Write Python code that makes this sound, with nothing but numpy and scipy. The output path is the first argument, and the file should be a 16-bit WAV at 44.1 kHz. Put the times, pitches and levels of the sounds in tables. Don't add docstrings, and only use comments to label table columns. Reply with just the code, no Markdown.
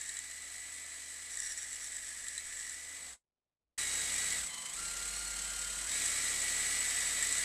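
import sys
import numpy as np
from scipy import signal
from scipy.io import wavfile
from scipy.ndimage import uniform_filter1d

SR = 44100
rng = np.random.default_rng(int(sys.argv[2]) if len(sys.argv) > 2 else 0)


def transcribe(u):
    v = np.clip(np.atleast_2d(u).T, -1, 1)
    q = np.round(v * 32767).astype(np.int16)
    wavfile.write(sys.argv[1], SR, q)


def level_to_linear(level):
    exponent = np.asarray(level, float) / 20
    return 10 ** exponent


N = 328104

# (start [s], end [s])
RUN_TIMES = [(-.01, 3.23), (3.779, 7.5)]
# (time [s], tooth rate [Hz])
TRIGGER = [
    [(0, 1950), (.24, 1980), (.7, 1989), (1.3, 1972), (2.8, 1981), (3.08, 2010), (3.2, 1250)],
    [(3.775, 1938), (3.92, 1925), (4.365, 1941), (4.5, 1015), (4.71, 1015), (4.775, 1372), (5.12, 1411),
     (5.42, 1396), (5.86, 1430), (5.92, 1940), (6.32, 1969)],
]
# (nearness [dB], growl [dB], crank second order [dB],
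# crank first order [dB], stroke lead [turns])
GRIP_BY_RUN = [
    (-12, 4, 4.5, -8.5, 0.01),
    (0.17, 2.5, 0.3, 1.3, 0.14),
]
# (tooth rate [Hz], rasp [dB], gear growl [dB over rasp],
# low body [dB over rasp], stroke depth [0-1])
EFFORT_BY_SPEED = [(1000, -42.5, -17, -18.5, 0.54), (1360, -39.5, -15, -18.5, 0.4),
                   (1941, -36, -13.5, -19.5, 0.29), (1950, -35, -15, -20.5, 0.21),
                   (1984, -35, -13.5, -19.5, 0.29)]
# (tooth rate [Hz], tooth order 1 [dB over rasp],
# order 2 [dB over rasp], order 3 [dB over rasp], eighth shaft order [dB over rasp])
WHINE_BY_SPEED = [(1030, -25, -16, -13, -24), (1482, -14, -26, -23, -25), (1922, -21.5, -13, -22, -17),
                  (1960, -16, -24, -25, -18), (1974, -12, -31, -28, -20), (1990, -10, -31, -28, -19)]
# (tooth rate [Hz], crank second order [dB over rasp],
# first order [dB over rasp], change of higher orders [dB])
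THROB_BY_SPEED = [(1020, -34, -38, -1.5), (1404, -19, -33.5, -1), (1385, -16, -40, -3),
                  (1920, -25, -29.5, 0), (1965, -27.5, -27, -1.1)]

# (turns of the motor shaft [order], level [dB over eighth order])
SHAFT_ORDERS = [(6, -5.5), (6.38, -13), (6.75, -2.5), (7.25, -1.5), (7.64, -9), (8.5, -8), (13.2, -22.5),
                (28, -2)]
# (pitch [Hz], width [Hz], level [dB])
GEAR_CASE = [(1758, 160, -5), (1965, 260, 4), (2158, 61, -6), (3967, 350, -2), (5880, 470, -10.5)]
# (order, run one [dB over low body], run two [dB over low body])
CRANK_ORDERS = [(3, -20.5, -20), (4, -15.5, -17.5), (5, -26, -18.5), (7, -12.5, -15.5), (8.14, -12, -13.5),
                (10, -16, -17), (13, -17, -13.5), (17, -24, -21.5)]
# (pitch [Hz], level [dB])
RASP_COLOUR = [(900, -52.5), (1200, -15.5), (1500, -14.5), (1800, -11), (2050, -8), (2600, -11),
               (3000, -10.5), (3600, -10.5), (4200, -9), (5400, -10.5), (6500, -7.5), (7900, 0),
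               (9500, -10.5), (12000, -20.5), (14300, -25.5)]
# (pitch [Hz], level [dB])
BODY_COLOUR = [(47, -31), (80, -12), (178, -15.5), (273, -6), (394, -15), (451, -6.5), (1500, -7),
               (1950, -38), (3300, -120)]
# (pitch [Hz], width [Hz], level [dB over rasp])
STEEL_GUIDE = [(3035, 40, -30), (7870, 90, -9), (8090, 120, -11), (8230, 90, -14)]
# (pitch [Hz], width [Hz], level [dB])
BLADE_MODES = [(1764, 160, -1.5), (1854, 120, -4), (3880, 620, -20), (5835, 500, -9), (7740, 1200, 7),
               (9470, 660, -7)]
# (pitch [Hz], width [Hz], level [dB])
BUZZ_MODES = [(5750, 420, 1.5), (3800, 500, -8), (9500, 800, -6)]
# (pitch [Hz], width [Hz], level [dB])
ROLLER_MODES = [(3910, 360, 0)]
# (start [s], end [s], level [dB], buzz [dB over level])
CHATTER_BOUTS = [(-.05, 0.193, -45.5, -17), (1.3, 1.37, -45.5, -6), (1.379, 1.54, -40, -4),
                 (1.562, 1.652, -41.5, -5.5), (1.665, 1.77, -44, -11), (1.796, 1.887, -46.5, -1.5),
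                 (1.912, 2.13, -44.5, -14.5), (2.145, 2.42, -44.5, -12), (2.444, 2.64, -43.5, -12.5),
                 (2.62, 2.756, -45.5, -9.5)]
# (time [s], peak [dB], roller [dB over peak])
BLADE_SLAPS = [(0.0133, -23.5, -25), (0.0598, -28, -22), (0.091, -20.5, -13), (0.168, -22.5, -16),
               (0.1888, -22, -14), (0.3112, -27.5, -14), (0.4205, -32, -24), (1.306, -29.5, -19),
               (1.3538, -27, -24), (1.3713, -22.5, -27), (1.401, -21, -25), (1.4604, -22.5, -13.5),
               (1.5748, -21, -30), (1.6227, -31.5, -18), (1.7285, -28, -13), (1.8427, -22, -23),
               (1.8696, -28, -24), (1.919, -25, -25), (1.9659, -21.5, -21), (2.033, -34, -29),
               (2.2819, -20, -17), (2.378, -22, -9), (2.5968, -25, -22), (2.6746, -25.5, -22),
               (2.6948, -25, -24), (6.0558, -18, -25), (6.4167, -19, -25), (7.2246, -15, -22),
               (7.3242, -16, -22), (7.3805, -16.5, -18)]
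# (start [s], end [s], pitch [Hz], level [dB])
SQUEAL_TIMES = [(.28, 1.3, 4010, -69), (3.789, 3.84, 3930, -52), (3.803, 4.423, 1965, -54),
                (4.78, 4.96, 4150, -60), (5.1, 5.4, 4320, -58), (5.348, 5.87, 3120, -61.5),
                (5.99, 6.7, 3840, -59.5), (6.753, 7.5, 1780, -56.5), (6.82, 7.4, 3705, -56.5),
                (7.05, 7.5, 3980, -61)]
# (pitch [Hz], level [dB])
QUIET_COLOUR = [(20, 4), (50, 7.5), (100, -9), (300, -9.5), (700, -11.5), (1500, -23.5), (4000, -25.5),
                (12000, -37)]
# (start [s], end [s], level [dB over hum])
HAND_SHIFT = (3.64, 3.75, 11)

QUIET_DB, HUM_DB = -99.5, -103
PINION, CRANK_TEETH, STROKE_TEETH = 7, 57, 39.7
LASH_DB = .8
HANDLE_HZ, HANDLE_WIDTH_HZ, HANDLE_DB = 167.3, 14, 6
SLOW_DULL_DB, SLOW_DULL_HZ = -7, 4400
SLOW_BANDS_DB, SLOW_BAND_HZ = 1, 1340
CALM_DB, BOUT_EDGE_S = -52.5, 0.022
RASP_LIFT = 0.069
SLAP_T60_S = 0.018
RUMBLE_DB = -28.5
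FADE_S, FADE_DB, FADE_POWER = 3.075, -53, 6.8
BODY_FADE = 0.56
WIND_DOWN_S, WIND_DOWN_DB = 2.8, 3
BENCH_DB, BENCH_T60_S = -8.5, .11
SWAY_PER_S = .8


def evened(x):
    return x / np.sqrt(np.mean(x ** 2) + 1e-20)


def drift(size, hz):
    smooth = uniform_filter1d(rng.standard_normal(size), int(SR / hz / 2))
    return evened(signal.lfilter([1], [1, -np.exp(-2 * np.pi * hz / SR)], smooth))


def coloured(points, size, patchy_db=0.5):
    hz, frames = np.fft.rfftfreq(512, 1 / SR), size // 128 + 5
    f, db = np.transpose(points)
    a, b, patches = rng.standard_normal((frames, 257, 3)).T
    patches = uniform_filter1d(patches, size=6, axis=0)
    patches = evened(uniform_filter1d(patches, size=10, axis=1))
    colour_db = np.interp(np.log(hz + 1), np.log(f), db, -90, -90)[:, None]
    z = (a + 1j * b) * level_to_linear(colour_db + patchy_db * patches)
    return evened(signal.istft(z, nperseg=512, noverlap=384)[1][:size])


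def resonate(x, hz, width):
    turn = np.exp(2j * np.pi * np.cumsum(hz * np.ones(len(x))) / SR)
    r = np.exp(-np.pi * width / SR)
    return 2 * (turn * signal.lfilter([(1 - r) ** 2], [1, -2 * r, r * r], x / turn)).real


def ring(x, modes):
    power = sum(level_to_linear(2 * db) for hz, width, db in modes)
    out = 0
    for hz, width, db in modes:
        out = out + level_to_linear(db) * resonate(x, hz, width) * np.sqrt(SR / (np.pi * width * power))
    return out


def tone(turns, db, waver_db, slip, hz=20):
    size = len(turns)
    strength = np.sqrt(2) * level_to_linear(db + waver_db * drift(size, hz))
    return strength * np.sin(2 * np.pi * turns + slip * drift(size, hz) + 6 * rng.random())


def curves(rows, t):
    s, *columns = np.transpose(rows)
    return [np.interp(t, s, c) for c in columns]


def window(t, start, end):
    return np.clip(np.minimum(t - start, end - t) / BOUT_EDGE_S + .5, 0, 1)


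def looseness(t, buzz=0):
    bouts = []
    for a, b, db, buzz_db in CHATTER_BOUTS:
        bouts.append(window(t, a, b) * (db + buzz * (buzz_db + 17.5) - CALM_DB))
    return CALM_DB - 20 * buzz + np.max(bouts, axis=0)


def quiet_shop(t):
    start, end, shift_db = HAND_SHIFT
    hum = evened(resonate(rng.standard_normal(N), 45, 35))
    hum *= level_to_linear(HUM_DB + shift_db * window(t, start, end))
    return hum + level_to_linear(QUIET_DB + 1.5 * drift(N, 30)) * coloured(QUIET_COLOUR, N)


def gears(teeth, lash_db, whine_db, second_db, third_db, side_db, growl_db):
    whine = tone(teeth, whine_db, 1.5, .25, 12)
    whine += tone(2 * teeth, second_db - .6, 1.8, .45, 25)
    whine += tone(3 * teeth, third_db - 1.5, 3.0, 1.2, 40)
    whine += tone(8 / PINION * teeth, side_db - 0.5, 2.6, 0.91)
    for k, db in SHAFT_ORDERS:
        whine += tone(k / PINION * teeth, side_db + db, 4.0, .3 + k / 12, 30)
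    growl = ring(rng.standard_normal(len(teeth)), GEAR_CASE)
    return whine * level_to_linear(-lash_db) + level_to_linear(growl_db + 1.8 * drift(len(teeth), 70)) * growl


def crank(teeth, second_db, first_db, body_db, run):
    turns = teeth / CRANK_TEETH
    turn_hz = np.gradient(turns) * SR
    throb = tone(turns, first_db, .8, .1) + tone(2 * turns, second_db, .4, .05)
    for row in CRANK_ORDERS:
        off_handle = (row[0] * turn_hz - HANDLE_HZ) / HANDLE_WIDTH_HZ
        handle_db = run * HANDLE_DB * np.exp(-off_handle ** 2)
        throb += tone(row[0] * turns, body_db + row[1 + run] + handle_db, 1.5, 0.3, 6)
    return throb


def blade(turns, rasp_db, body_db, depth, slow):
    size = len(turns)
    force = level_to_linear(2.0 * rng.standard_normal(400))[(turns + .5).astype(int)]
    scrape = np.exp(1.2 * (np.cos(2 * np.pi * turns) - 1)) * force
    depth = np.clip(depth, 0, 1)
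    stroke = (1 - depth + 1.11 * depth * scrape) * level_to_linear(0.72 * drift(size, 180))
    guide = 0
    for hz, width, db in STEEL_GUIDE:
        guide = guide + level_to_linear(db) * evened(resonate(rng.standard_normal(size), hz, width))
    rasp = coloured(RASP_COLOUR, size)
    low = signal.oaconvolve(rasp, signal.firwin(255, SLOW_DULL_HZ, fs=SR), "same")
    rasp = rasp - (1 - level_to_linear(SLOW_DULL_DB * slow)) * low
    tooth_hz = np.gradient(turns) * SR * STROKE_TEETH
    bands = sum(resonate(low, k * tooth_hz, SLOW_BAND_HZ) for k in range(2, 5))
    rasp += slow * level_to_linear(SLOW_BANDS_DB) * bands
    return level_to_linear(rasp_db) * stroke * (rasp + guide) + level_to_linear(body_db) * coloured(BODY_COLOUR, size)


def slap_blows():
    blows = np.zeros((2, N))
    t = np.arange(2000) / SR
    rise = np.minimum(t / .0006, 1)
    for s, peak_db, roller_db in BLADE_SLAPS:
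        part = blows[:, round(s * SR):][:, :2000]
        blow = level_to_linear(peak_db - 5.0 - 60 * t / SLAP_T60_S) * rise * rng.standard_normal(2000)
        part += (level_to_linear(np.array([[0], [roller_db]])) * blow)[:, :part.shape[1]]
    return blows


def chatter(t):
    level = level_to_linear(looseness(t) + FADE_DB * np.clip(10 * (t - FADE_S), 0, 1))
    clumps = level_to_linear(1.7 * np.clip(drift(N, 45), -3, 2))
    knocks = evened(rng.standard_normal(N) * (rng.random(N) < 2500 / SR) * clumps)
    on_blade, on_roller = slap_blows()
    out = ring(knocks * level, BLADE_MODES)
    out += ring(knocks * level_to_linear(looseness(t, buzz=1)) * (t < FADE_S), BUZZ_MODES)
    out += ring(on_blade, BLADE_MODES[1:])
    out += level_to_linear(-16) * resonate(on_blade, 8200, 4000)
    out += level_to_linear(4.0) * ring(on_roller, ROLLER_MODES)
    rumble = evened(resonate(rng.standard_normal(N), 16, 30))
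    return out + level_to_linear(RUMBLE_DB) * level * rumble


def bench(x):
    wet, sway = np.zeros(N), np.pi * SWAY_PER_S * np.arange(N) / SR
    for k in range(3):
        taps = np.zeros(6000)
        places = np.arange(60, 5980, 20) + rng.integers(0, 20, 296)
        taps[places] = rng.choice([-1., 1.], 296)
        taps *= level_to_linear(-60 * np.arange(6000) / SR / BENCH_T60_S)
        share = np.sqrt(8 / 9) * np.cos(sway + k * np.pi / 3) ** 2
        wet += signal.oaconvolve(x * share, taps / np.linalg.norm(taps))[:N]
    return (x + level_to_linear(BENCH_DB) * wet) / np.sqrt(1 + level_to_linear(2 * BENCH_DB))


def squeals(t):
    return sum(window(t, a, b) * tone(hz * t, db, 3.1, 0.97, 15) for a, b, hz, db in SQUEAL_TIMES)


def saw_run(run, t):
    near_db, grip_db, second_db, first_db, lead = GRIP_BY_RUN[run]
    first = 1 - run
    tooth_hz = uniform_filter1d(curves(TRIGGER[run], t)[0], size=600, mode="nearest")
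    teeth = np.cumsum(tooth_hz) / SR
    rasp_db, growl_db, body_db, depth = curves(EFFORT_BY_SPEED, tooth_hz)
    fade_db = first * FADE_DB * (np.maximum(t - FADE_S, 0) * 10) ** FADE_POWER
    rasp_db = rasp_db + near_db + fade_db

    speed_change = abs(np.gradient(np.log(tooth_hz))) * SR
    lash_db = LASH_DB * uniform_filter1d(speed_change, size=900)
    whine_db = rasp_db + curves(WHINE_BY_SPEED, tooth_hz)
    machine = gears(teeth, lash_db, *whine_db, rasp_db + growl_db + grip_db)

    throb_db = rasp_db + curves(THROB_BY_SPEED, tooth_hz)
    machine += crank(teeth, throb_db[0] + second_db, throb_db[1] + first_db, throb_db[2] + body_db, run)

    freed_db = first * WIND_DOWN_DB * np.clip((t - WIND_DOWN_S) * 5, 0, 1)
    freed_db = freed_db - (1 - BODY_FADE) * fade_db
    slow = np.clip((1970 - tooth_hz) / 955, 0, 1) ** 4 * run
    lift_db = RASP_LIFT * (looseness(t) - CALM_DB)
    strokes = teeth / STROKE_TEETH + lead + 1
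    return machine, blade(strokes, rasp_db + lift_db, rasp_db + body_db + freed_db, depth, slow)


def scene():
    t = np.arange(N) / SR
    machine, rasp, running = np.zeros((3, N))
    for run, (start, end) in enumerate(RUN_TIMES):
        last = N if run else round(end * SR)
        span = slice(round(TRIGGER[run][0][0] * SR), last)
        machine[span], rasp[span] = saw_run(run, t[span])
        running += (t > start) & (t < end)
    saw = machine + bench(rasp + chatter(t)) + squeals(t)
    saw *= uniform_filter1d(running, size=180, mode="nearest")
    return (saw + quiet_shop(t))[None]


def band_limit(x):
    return signal.sosfilt(signal.butter(12, 14650, fs=SR, output="sos"), x)


def record(dry):
    low_pass = signal.firwin(511, 14150, window=("kaiser", 9), fs=SR)
    limited = signal.oaconvolve(dry, low_pass[None], "same")
    return band_limit(limited)


dry = scene()
out = record(dry)
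transcribe(out)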